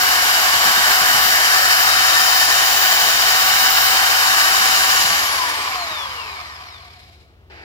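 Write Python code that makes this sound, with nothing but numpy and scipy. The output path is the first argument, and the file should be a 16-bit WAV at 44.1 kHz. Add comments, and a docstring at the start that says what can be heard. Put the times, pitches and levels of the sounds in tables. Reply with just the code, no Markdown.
"""Close by a plastic bucket, a phone's two microphone ports hear a corded mixing drill churn thick compound.
From the start its fan roars and whistles, brushes and gears rasp, the shaft hums and a far engine drones;
the paddle gulps, mostly in the first 1.3 s. At 5 s the drill is switched off and coasts to rest, its
falling tones swelling as they glide through the housing's resonances while the rasp goes on to the stop.
In the last moments, at 7.5 s, a soft rush sets in."""
import sys
import numpy as np
from scipy import signal
from scipy.fft import rfft, irfft
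from scipy.io import wavfile

SR = 44100
rng = np.random.default_rng(int(sys.argv[2]) if len(sys.argv) > 2 else 0)


def persist_wave(psi):
    """Save psi, clipped to +-1, as 16-bit WAV."""
    counts = np.round(np.clip(psi, -1, 1) * 32767).astype(np.int16)
    wavfile.write(sys.argv[1], SR, np.atleast_2d(counts).T)


N = 336910
T = np.arange(N) / SR
FREQS = np.maximum(np.arange(N // 2 + 1) * SR / N, 1)
TOP_HZ = 15800  # the phone passes nothing above this
FULL_HZ = 378  # rotor turns per second at which the running levels are given


def undb(db):
    """Decibels to gain."""
    return 10 ** (np.asarray(db) / 20)


def unit(x):
    """Scale to rms 1, over both ports together."""
    return x / np.sqrt(np.mean(x ** 2))


def curve(rows):
    """Each column of a table, joined by straight lines in time."""
    time_s, *columns = np.transpose(rows)
    return np.array([np.interp(T, time_s, column) for column in columns])


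def spectrum(rows, peaks=()):
    """Each column of a table over log frequency, plus bell-shaped resonances."""
    pitch_hz, *columns = np.transpose(rows)
    out = np.array([np.interp(np.log(FREQS), np.log(pitch_hz), column) for column in columns])
    for centre_hz, width_hz, *heights_db in peaks:
        out = out + np.outer(heights_db, np.exp(-((FREQS - centre_hz) / width_hz) ** 2))
    return out


def shape(x, gain):
    """Filter by a gain per frequency."""
    return irfft(rfft(x) * gain, N)


def band(low_hz, high_hz):
    """Gain of a band with soft edges."""
    return 1 / np.sqrt((1 + (low_hz / FREQS) ** 6) * (1 + (FREQS / high_hz) ** 6))


def ring(x, centre_hz, width_hz):
    """One resonance with steep skirts, at rms 1."""
    return unit(shape(x, 1 / (1 + 2j * (FREQS - centre_hz) / width_hz) ** 2))


def rise(hz, knee_hz, steepness):
    """Gain that grows as a power of speed or pitch, then levels off above the knee."""
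    return (hz / (hz ** 4 + knee_hz ** 4) ** (1 / 4)) ** steepness


def walk(rate_hz):
    """Slow random wander with spread 1, smooth on the scale of the rate."""
    steps = np.arange(0, N, 64)
    hz = np.arange(len(steps) // 2 + 1) / T[-1]
    smoothing = np.exp(-np.minimum(hz / rate_hz, 20) ** 2)
    slow = irfft(rfft(rng.standard_normal(len(steps))) * smoothing, len(steps))
    return np.interp(T, steps / SR, unit(slow))


# direct sound reaching the two microphone ports: pitch_hz, left_lead_rad
PORT_LEAD = [(100, 0), (600, .3), (1000, 1.5), (1600, 2.2), (2500, 2.9), (3000, 5.3), (3500, 3.9),
             (5000, 3.8), (5900, 7.8), (7000, 11.8), (9600, 15.6), (11400, 18.3), (13500, 16.8),
             (15500, 18.6)]


def port_lead():
    """Phase of the direct sound at the left and right port, split evenly about their middle."""
    return np.exp(np.outer([.5j, -.5j], spectrum(PORT_LEAD)[0]))


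# how alike the two microphone ports hear a noise: pitch_hz, likeness (0-1)
PORT_LIKENESS = [(100, 0.71), (300, 0.94), (560, 0.45), (750, 0.78), (1700, 0.96), (2300, 0.65),
                 (3200, 0.18), (3800, 0.35), (5100, 0.39), (6000, 0.17), (7300, 0.41), (9600, 0.33),
                 (12000, .18), (15000, 0.18)]


def port_noise():
    """Noise at both ports: a shared direct part and unrelated reflections."""
    alike = np.clip(spectrum(PORT_LIKENESS), 0, 1)
    direct = shape(rng.standard_normal(N), np.sqrt(alike) * port_lead())
    reflections = shape(rng.standard_normal((2, N)), np.sqrt(1 - alike))
    return direct + reflections


# engine far off: pitch_hz, level_db
FAR_ENGINE = [(54, -65.5), (70.8, -52.5), (88, -52), (120, -63.5)]
# dull air round the place: pitch_hz, relative level_db
AMBIENT_COLOUR = [(20, -34.5), (38, -19), (52, -3), (80, -3.5), (150, -9), (300, -16.5), (380, -11),
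                  (520, -16), (720, -17.5), (1500, -21.5), (4000, -29), (8000, -45), (15000, -42)]
# soft rush at the end: pitch_hz, relative left_db, relative right_db
RUSH_COLOUR = [(100, -12, -7), (250, -6, -13), (380, 9, -3), (550, -3, -9), (800, 7, 3), (1090, -6, -6),
               (1700, 3, 5), (2500, -1, 2), (3400, -8, -14), (4940, -5, -15), (6300, -26, -20),
               (8500, -33, -30), (12500, -31, -35), (15400, -38, -46)]
RUSH_START_S = 7.497


def surroundings(ambient_db=-53.5, rush_db=-40.5, rush_rise_s=0.021, waver_rad=0.99, pan_db=0.9):
    """Far off, engine tones waver in level and phase over dull air; late, a soft rush of noise jumps in."""
    drone = 0
    for pitch_hz, level_db in FAR_ENGINE:
        level = undb(level_db + 2.1 * walk(4)) * np.sqrt(2)
        drone = drone + level * np.sin(2 * np.pi * pitch_hz * T + waver_rad * walk(3))
    ambient = undb(ambient_db) * unit(shape(port_noise(), undb(spectrum(AMBIENT_COLOUR))))
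    onset = np.interp(T - RUSH_START_S, [0, .003, rush_rise_s], [0, .6, 1])
    rush = undb(rush_db) * onset * unit(shape(port_noise(), undb(spectrum(RUSH_COLOUR))))
    return (drone + ambient) * undb([[pan_db], [-pan_db]]) + rush


# rotor under power, creeping up as the compound thins: time_s, speed_hz (turns per second)
POWERED_SPEED = [(0, 366.5), (.4, 372.7), (.9, 374.5), (1.12, 373.5), (1.42, 376.5), (1.75, 375.5),
                 (2.4, 378.3), (2.9, 377.8), (4.6, 382.7), (5.0, 381)]
SWITCH_OFF_S = 5.0243
# braking at full speed, and the power of speed that each brake follows
FRICTION_HZ_PER_S, FRICTION_STEEPNESS = 177.2, .274
DRAG_HZ_PER_S, DRAG_STEEPNESS = 257.9, 2.924


def rotor_speed():
    """Turns per second: nearly steady under power, then braked by friction and the drag of fan and compound."""
    powered = curve(POWERED_SPEED)[0]
    falling = np.linspace(powered[-1], 1, 2000)
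    share = falling / FULL_HZ
    friction = FRICTION_HZ_PER_S * share ** FRICTION_STEEPNESS
    drag = DRAG_HZ_PER_S * share ** DRAG_STEEPNESS
    # time at which the rotor has fallen to each speed
    reached_s = SWITCH_OFF_S + np.cumsum((falling[0] - falling[1]) / (friction + drag))
    return np.where(T < SWITCH_OFF_S, powered, np.interp(T, reached_s, falling, right=0))


# paddle folding air into the compound: start_s, relative level_db
GULP_TIMES = [(0.533, -29), (0.652, -26.5), (0.772, -32), (0.89, -36), (1.006, -28.5), (1.109, -30),
              (1.139, -32), (1.254, -27), (5.039, -34), (5.099, -35), (5.899, -36)]


def paddle(hz, gulp_db=-1.5, decay_s=0.021, rise_s=0.0076, churn_db=-54.0, gear_ratio=37.0):
    """In the bucket: dull noise gulps in the compound, over a churning that swells once per paddle turn."""
    gulps = np.zeros(N)
    for start_s, level_db in GULP_TIMES:
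        age_s = np.maximum(T - start_s, 0)
        gulps += undb(level_db + gulp_db) * (1 - np.exp(-age_s / rise_s)) * np.exp(-age_s / decay_s)
    stroke = 1 + 0.53 * np.cos(2 * np.pi * np.cumsum(hz) / SR / gear_ratio)
    churn = undb(churn_db + 2 * walk(3)) * stroke * hz / FULL_HZ
    compound = unit(shape(rng.standard_normal(N), band(85, 320)))
    return (gulps + churn) * compound


# hard surfaces round the bucket that echo the drill: delay_s, each varied by up to 15 %
BUCKET_ECHOES = [.0071, .0113, .0167, .0239, .031, .043]
# hands and bucket rim close to the vents: delay_s
RIM_ECHOES = [0.000296, 0.00076, 0.0016]


def reflect(x, echo_db=-17.0, sway_s=0.000204, near_db=-18.0):
    """Short echoes comb the noise; the colour drifts as the drill is moved."""
    out = x.copy()
    for port in range(2):
        for delay_s in BUCKET_ECHOES:
            path_s = delay_s * rng.uniform(.85, 1.15) + sway_s * walk(0.415)
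            out[port] += undb(echo_db) * np.interp(T - path_s, T, x[port], left=0)
        for delay_s in RIM_ECHOES:
            out[port] += undb(near_db) * walk(1) * np.interp(T - delay_s, T, x[port], left=0)
    return unit(out)


def shaft_line(hz, angle, multiple, scatter, flutter_hz):
    """One order of the shaft; reflections make it flutter differently at each port."""
    lead = np.interp(multiple * hz, *np.transpose(PORT_LEAD))
    direct = np.exp(np.outer([.5j, -.5j], lead))
    knots_s = np.arange(0, T[-1] + 1, 1 / flutter_hz)
    random = rng.standard_normal((2, len(knots_s))) + 1j * rng.standard_normal((2, len(knots_s)))
    echoes = np.array([np.interp(T, knots_s, port) for port in random])
    tone = (direct + scatter * echoes) * np.exp(1j * multiple * angle)
    return unit(tone.real) * (multiple * hz < TOP_HZ)


# gear teeth that excite the gear case: multiple of shaft speed
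TEETH = [8, 12, 18, 24, 36]


def gear_case(rub, hz, angle, teeth_db=-17.5, low_db=-55., high_db=-28.5, flutter_db=3.0, pan_db=1.5):
    """Rubbing excites a wide high ring; with passing teeth it keeps a narrow low one going almost to the stop."""
    teeth = undb(teeth_db) * sum(np.cos(multiple * angle) for multiple in TEETH)
    low = undb(low_db + flutter_db * walk(9)) * ring(rub + teeth, centre_hz=719.0, width_hz=72.)
    low = low * rise(hz, knee_hz=24., steepness=1.4)
    high = undb(high_db) * ring(rub, centre_hz=1067.0, width_hz=390.0)
    high = high * rise(hz, knee_hz=137.6, steepness=2.08)
    return (low + high) * undb([[pan_db], [-pan_db]])


# brushes and gears heard through the body: pitch_hz, relative left_db, relative right_db
BODY_COLOUR = [(130, -20, -22), (398, -8.5, -12), (660, -9, -13.5), (1100, -9, -6), (1760, -2, -4),
               (2500, -6.5, -3), (5350, -6.5, -20.5), (8450, -34.5, -28.5), (13000, -26.5, -36),
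               (15500, -40, -58)]
# resonances of the body: pitch_hz, width_hz, left_db, right_db
BODY_RESONANCES = [(2298, 183, 1.5, 7.1), (4080, 200, 2, 1), (4940, 240, 3.5, 2), (6200, 600, -10.5, 4.3),
                   (14700, 700, 1, 5)]
# bars and teeth that ring the body: multiple of shaft speed
BODY_ORDERS = [12, 36, 39, 48, 72, 96, 120, 144]
# one for each of those orders: relative level_db
BODY_ORDER_LEVELS = [-20, -30, -21, -18.5, -13, -13.5, -19, -21.5]
# bands in which those lines swell or fade: pitch_hz, level_db
BODY_ORDER_COLOUR = [(1000, -16), (2000, 1), (2400, -4.5), (3000, -17), (3400, 1.5), (4200, 1), (4800, -9),
                     (5300, 3), (5700, 6), (6600, -2), (8500, 2.5), (14000, 3)]
# dry sliding at a crawl, thinner and brighter than the rasp at speed: pitch_hz, relative level_db
CRAWL_COLOUR = [(300, 2.5), (1500, -8), (2350, -0.5), (3100, -0.5), (4000, 6), (5100, -0.5), (6500, 5),
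                (10000, 11.5), (13000, 6.5), (15500, 0)]
STALL_HZ = 18  # dry sliding dies away below this speed


def brushes_and_gears(hz, angle, rasp_db=-23., knee_hz=210.5, steepness=1.9, creep_db=-49.5, chatter=0.2,
                      uneven_db=1.):
    """Sliding contact rasps, once a turn when slow; bars and teeth add lines that fall with speed; all ring the body."""
    slow = np.clip(1 - hz / FULL_HZ, 0, 1)
    rub = reflect(port_noise()) * (1 + chatter * slow * np.cos(angle)) * undb(uneven_db * walk(60))
    lines = 0
    for multiple, level_db in zip(BODY_ORDERS, BODY_ORDER_LEVELS):
        lines = lines + undb(level_db) * shaft_line(hz, angle, multiple, scatter=1.0, flutter_hz=68.8)
    # the lines fade out between 50 and 25 turns per second
    lines = shape(lines, undb(spectrum(BODY_ORDER_COLOUR))) * np.clip(hz / 25 - 1, 0, 1)
    body = unit(shape(rub + lines, undb(spectrum(BODY_COLOUR, BODY_RESONANCES))))
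    rasp = body * undb(rasp_db) * rise(hz, knee_hz, steepness)
    creep = shape(body, undb(spectrum(CRAWL_COLOUR) + creep_db)) * rise(hz, STALL_HZ, steepness=1.3)
    return rasp + creep + gear_case(rub, hz, angle)


# housing resonances that lift a tone gliding through: pitch_hz, width_hz, left_db, right_db
HOUSING_RESONANCES = [(473, 40, 6, 5), (698.3, 49.3, 13.5, 15), (760.4, 12, 5.5, 3), (1047, 120, 17.5, 6),
                      (1840, 186, 10, 11), (2320, 200, 4, 22), (2740, 220, 12, 4), (3590, 780, 17.5, 2),
                      (4100, 310, 6.5, 6), (6940, 450, 7, 6), (9130, 850, 2, 18.5), (11000, 1100, 5.5, 6)]
RADIATES_HZ = 460  # the small housing gives off little sound below this pitch


def housing_db(tone_hz):
    """Radiation of a tone to each port: housing resonances lift it, the small size cuts the bass."""
    lift = 0
    for centre_hz, width_hz, *heights_db in HOUSING_RESONANCES:
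        distance = np.minimum(((tone_hz - centre_hz) / width_hz) ** 2, 20)
        lift = lift + np.outer(heights_db, np.exp(-distance))
    return lift + 20 * np.log10(rise(tone_hz + 1, RADIATES_HZ, steepness=4.0))


# rotor unbalance, magnetic pull, commutator bars: multiple of shaft speed
MAIN_ORDERS = [2, 4, 24]
# one row for each, before the housing: left_db, right_db (coasting at full speed), change under power_db,
# power of speed, scatter (0-1), flutter_hz
MAIN_ORDER_SETTINGS = [(-42.5, -49.5, 7.5, 2, 0.26, 10), (-34, -35, 3.5, 1.24, 0.4, 26),
                       (-43.5, -48.5, -8.5, .45, 0.64, 24)]
# faint shaft orders: multiple of shaft speed, level_db at full speed
FAINT_ORDERS = [(6, -41.5), (8, -35.5), (19, -38.5), (20, -39), (33, -47.5), (36, -43), (37, -48)]
POWER_FADE_S = 0.037  # the change under power goes this fast once the current is cut
CRAWL_HZ = 66.  # the rotor's tones sink into the rasp below this speed


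def whine(hz, angle):
    """Rotor and commutator tones: they weaken as the shaft slows and swell where they cross a resonance."""
    speed = hz / FULL_HZ
    powered = np.clip(1 - (T - SWITCH_OFF_S) / POWER_FADE_S, 0, 1)
    out = 0
    for multiple, settings in zip(MAIN_ORDERS, MAIN_ORDER_SETTINGS):
        left_db, right_db, power_db, steepness, scatter, flutter_hz = settings
        level_db = np.array([[left_db], [right_db]]) + power_db * powered + housing_db(multiple * hz)
        line = shaft_line(hz, angle, multiple, scatter, flutter_hz)
        out = out + undb(level_db) * speed ** steepness * line
    for multiple, level_db in FAINT_ORDERS:
        line = shaft_line(hz, angle, multiple, scatter=1.0, flutter_hz=29.4)
        out += undb(level_db) * speed ** 2 * line
    return out * rise(hz, CRAWL_HZ, steepness=3.)


# the fan's whistle as the drill is moved about: time_s, relative level_db
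WHISTLE_LEVEL = [(0.05, -33), (0.14, -31), (0.49, -36), (1.33, -28), (1.4, -38.5), (1.85, -29), (1.93, -41),
                 (2.39, -31), (2.55, -37), (2.79, -30), (3.25, -35), (3.82, -28), (3.99, -39), (4.9, -36)]
WHISTLE_ORDER = 39  # multiple of shaft speed


def whistle(hz, angle, left_db=7.5, right_db=-2.5, steepness=3.4):
    """The fan's thin whistle glides down with the rotor and fades quickly."""
    level_db = curve(WHISTLE_LEVEL) + np.array([[left_db], [right_db]]) + housing_db(WHISTLE_ORDER * hz)
    line = shaft_line(hz, angle, WHISTLE_ORDER, scatter=0.35, flutter_hz=44.3)
    return undb(level_db) * (hz / FULL_HZ) ** steepness * line


# fan air leaving the vents: pitch_hz, relative left_db, relative right_db
VENT_AIR = [(130, -26.5, -34), (298, -25, -28.5), (544, -14, -29.5), (698, -4.5, -5.5), (1023, -7.5, -10.5),
            (1780, 2, 2), (2220, -11, -7.5), (5430, -4, -13), (8530, -23, -10), (13330, -14.5, -25.5),
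            (15500, -27, -27)]
# the housing's resonances in that air: pitch_hz, width_hz, left_db, right_db
VENT_RESONANCES = [(612, 31, -4.5, 0), (1149, 19, 7, 7.5), (1254, 52, -2, 4.2), (1563, 39, -2.5, 2),
                   (2015, 30, -6, 6), (2000, 72, -4, -4.5), (2340, 110, -3.5, -3.5), (3010, 260, 6.5, 4.5),
                   (3424, 300, -5, -8.5), (3750, 106, 5.5, 2.5), (4160, 190, -1.7, -4),
                   (6530, 1050, -6, 0.3), (7000, 270, 2, 3), (8380, 930, -2, -8.5)]
# fan roar as the drill is moved about: time_s, relative level_db, middle band against that level_db
ROAR_LEVEL = [(0, -20, 1.5), (1.2, -19.5, 1.5), (3.1, -20.5, 3), (3.7, -20.5, 3), (4, -20.5, 2),
              (4.5, -20, 2), (5, -21, 3)]


def fan(hz, air_db=5., low_steepness=1.74, steepness=2.47, top_db=-8.5, top_steepness=2.4, gust_db=0.58):
    """Close at the vents, turbulent air roars; it dies steeply with speed, the lows more slowly."""
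    speed = hz / FULL_HZ
    level_db, bright_db = curve(ROAR_LEVEL)
    air = reflect(shape(port_noise(), undb(spectrum(VENT_AIR, VENT_RESONANCES))))
    low = shape(air, band(0.89, 2750) ** 2)
    top = shape(air, band(7300, SR) ** 2)
    middle = (air - low - top) * undb(bright_db)
    roar = low * speed ** low_steepness + middle * speed ** steepness
    roar = roar + unit(top) * undb(top_db) * speed ** top_steepness
    return roar * undb(level_db + air_db + gust_db * walk(35))


def scene():
    """One slightly unsteady rotor speed drives every part of the drill, over the surroundings."""
    hz = rotor_speed() * (1 + 0.00023 * walk(13.4))
    angle = 2 * np.pi * np.cumsum(hz) / SR
    drill = brushes_and_gears(hz, angle) + whine(hz, angle) + whistle(hz, angle) + fan(hz)
    return surroundings() + paddle(hz) + drill


def record(dry):
    """The phone cuts the top with a steep low-pass."""
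    return signal.sosfilt(signal.ellip(10, .2, 80, TOP_HZ, fs=SR, output="sos"), dry)


dry = scene()
out = record(dry)
persist_wave(out)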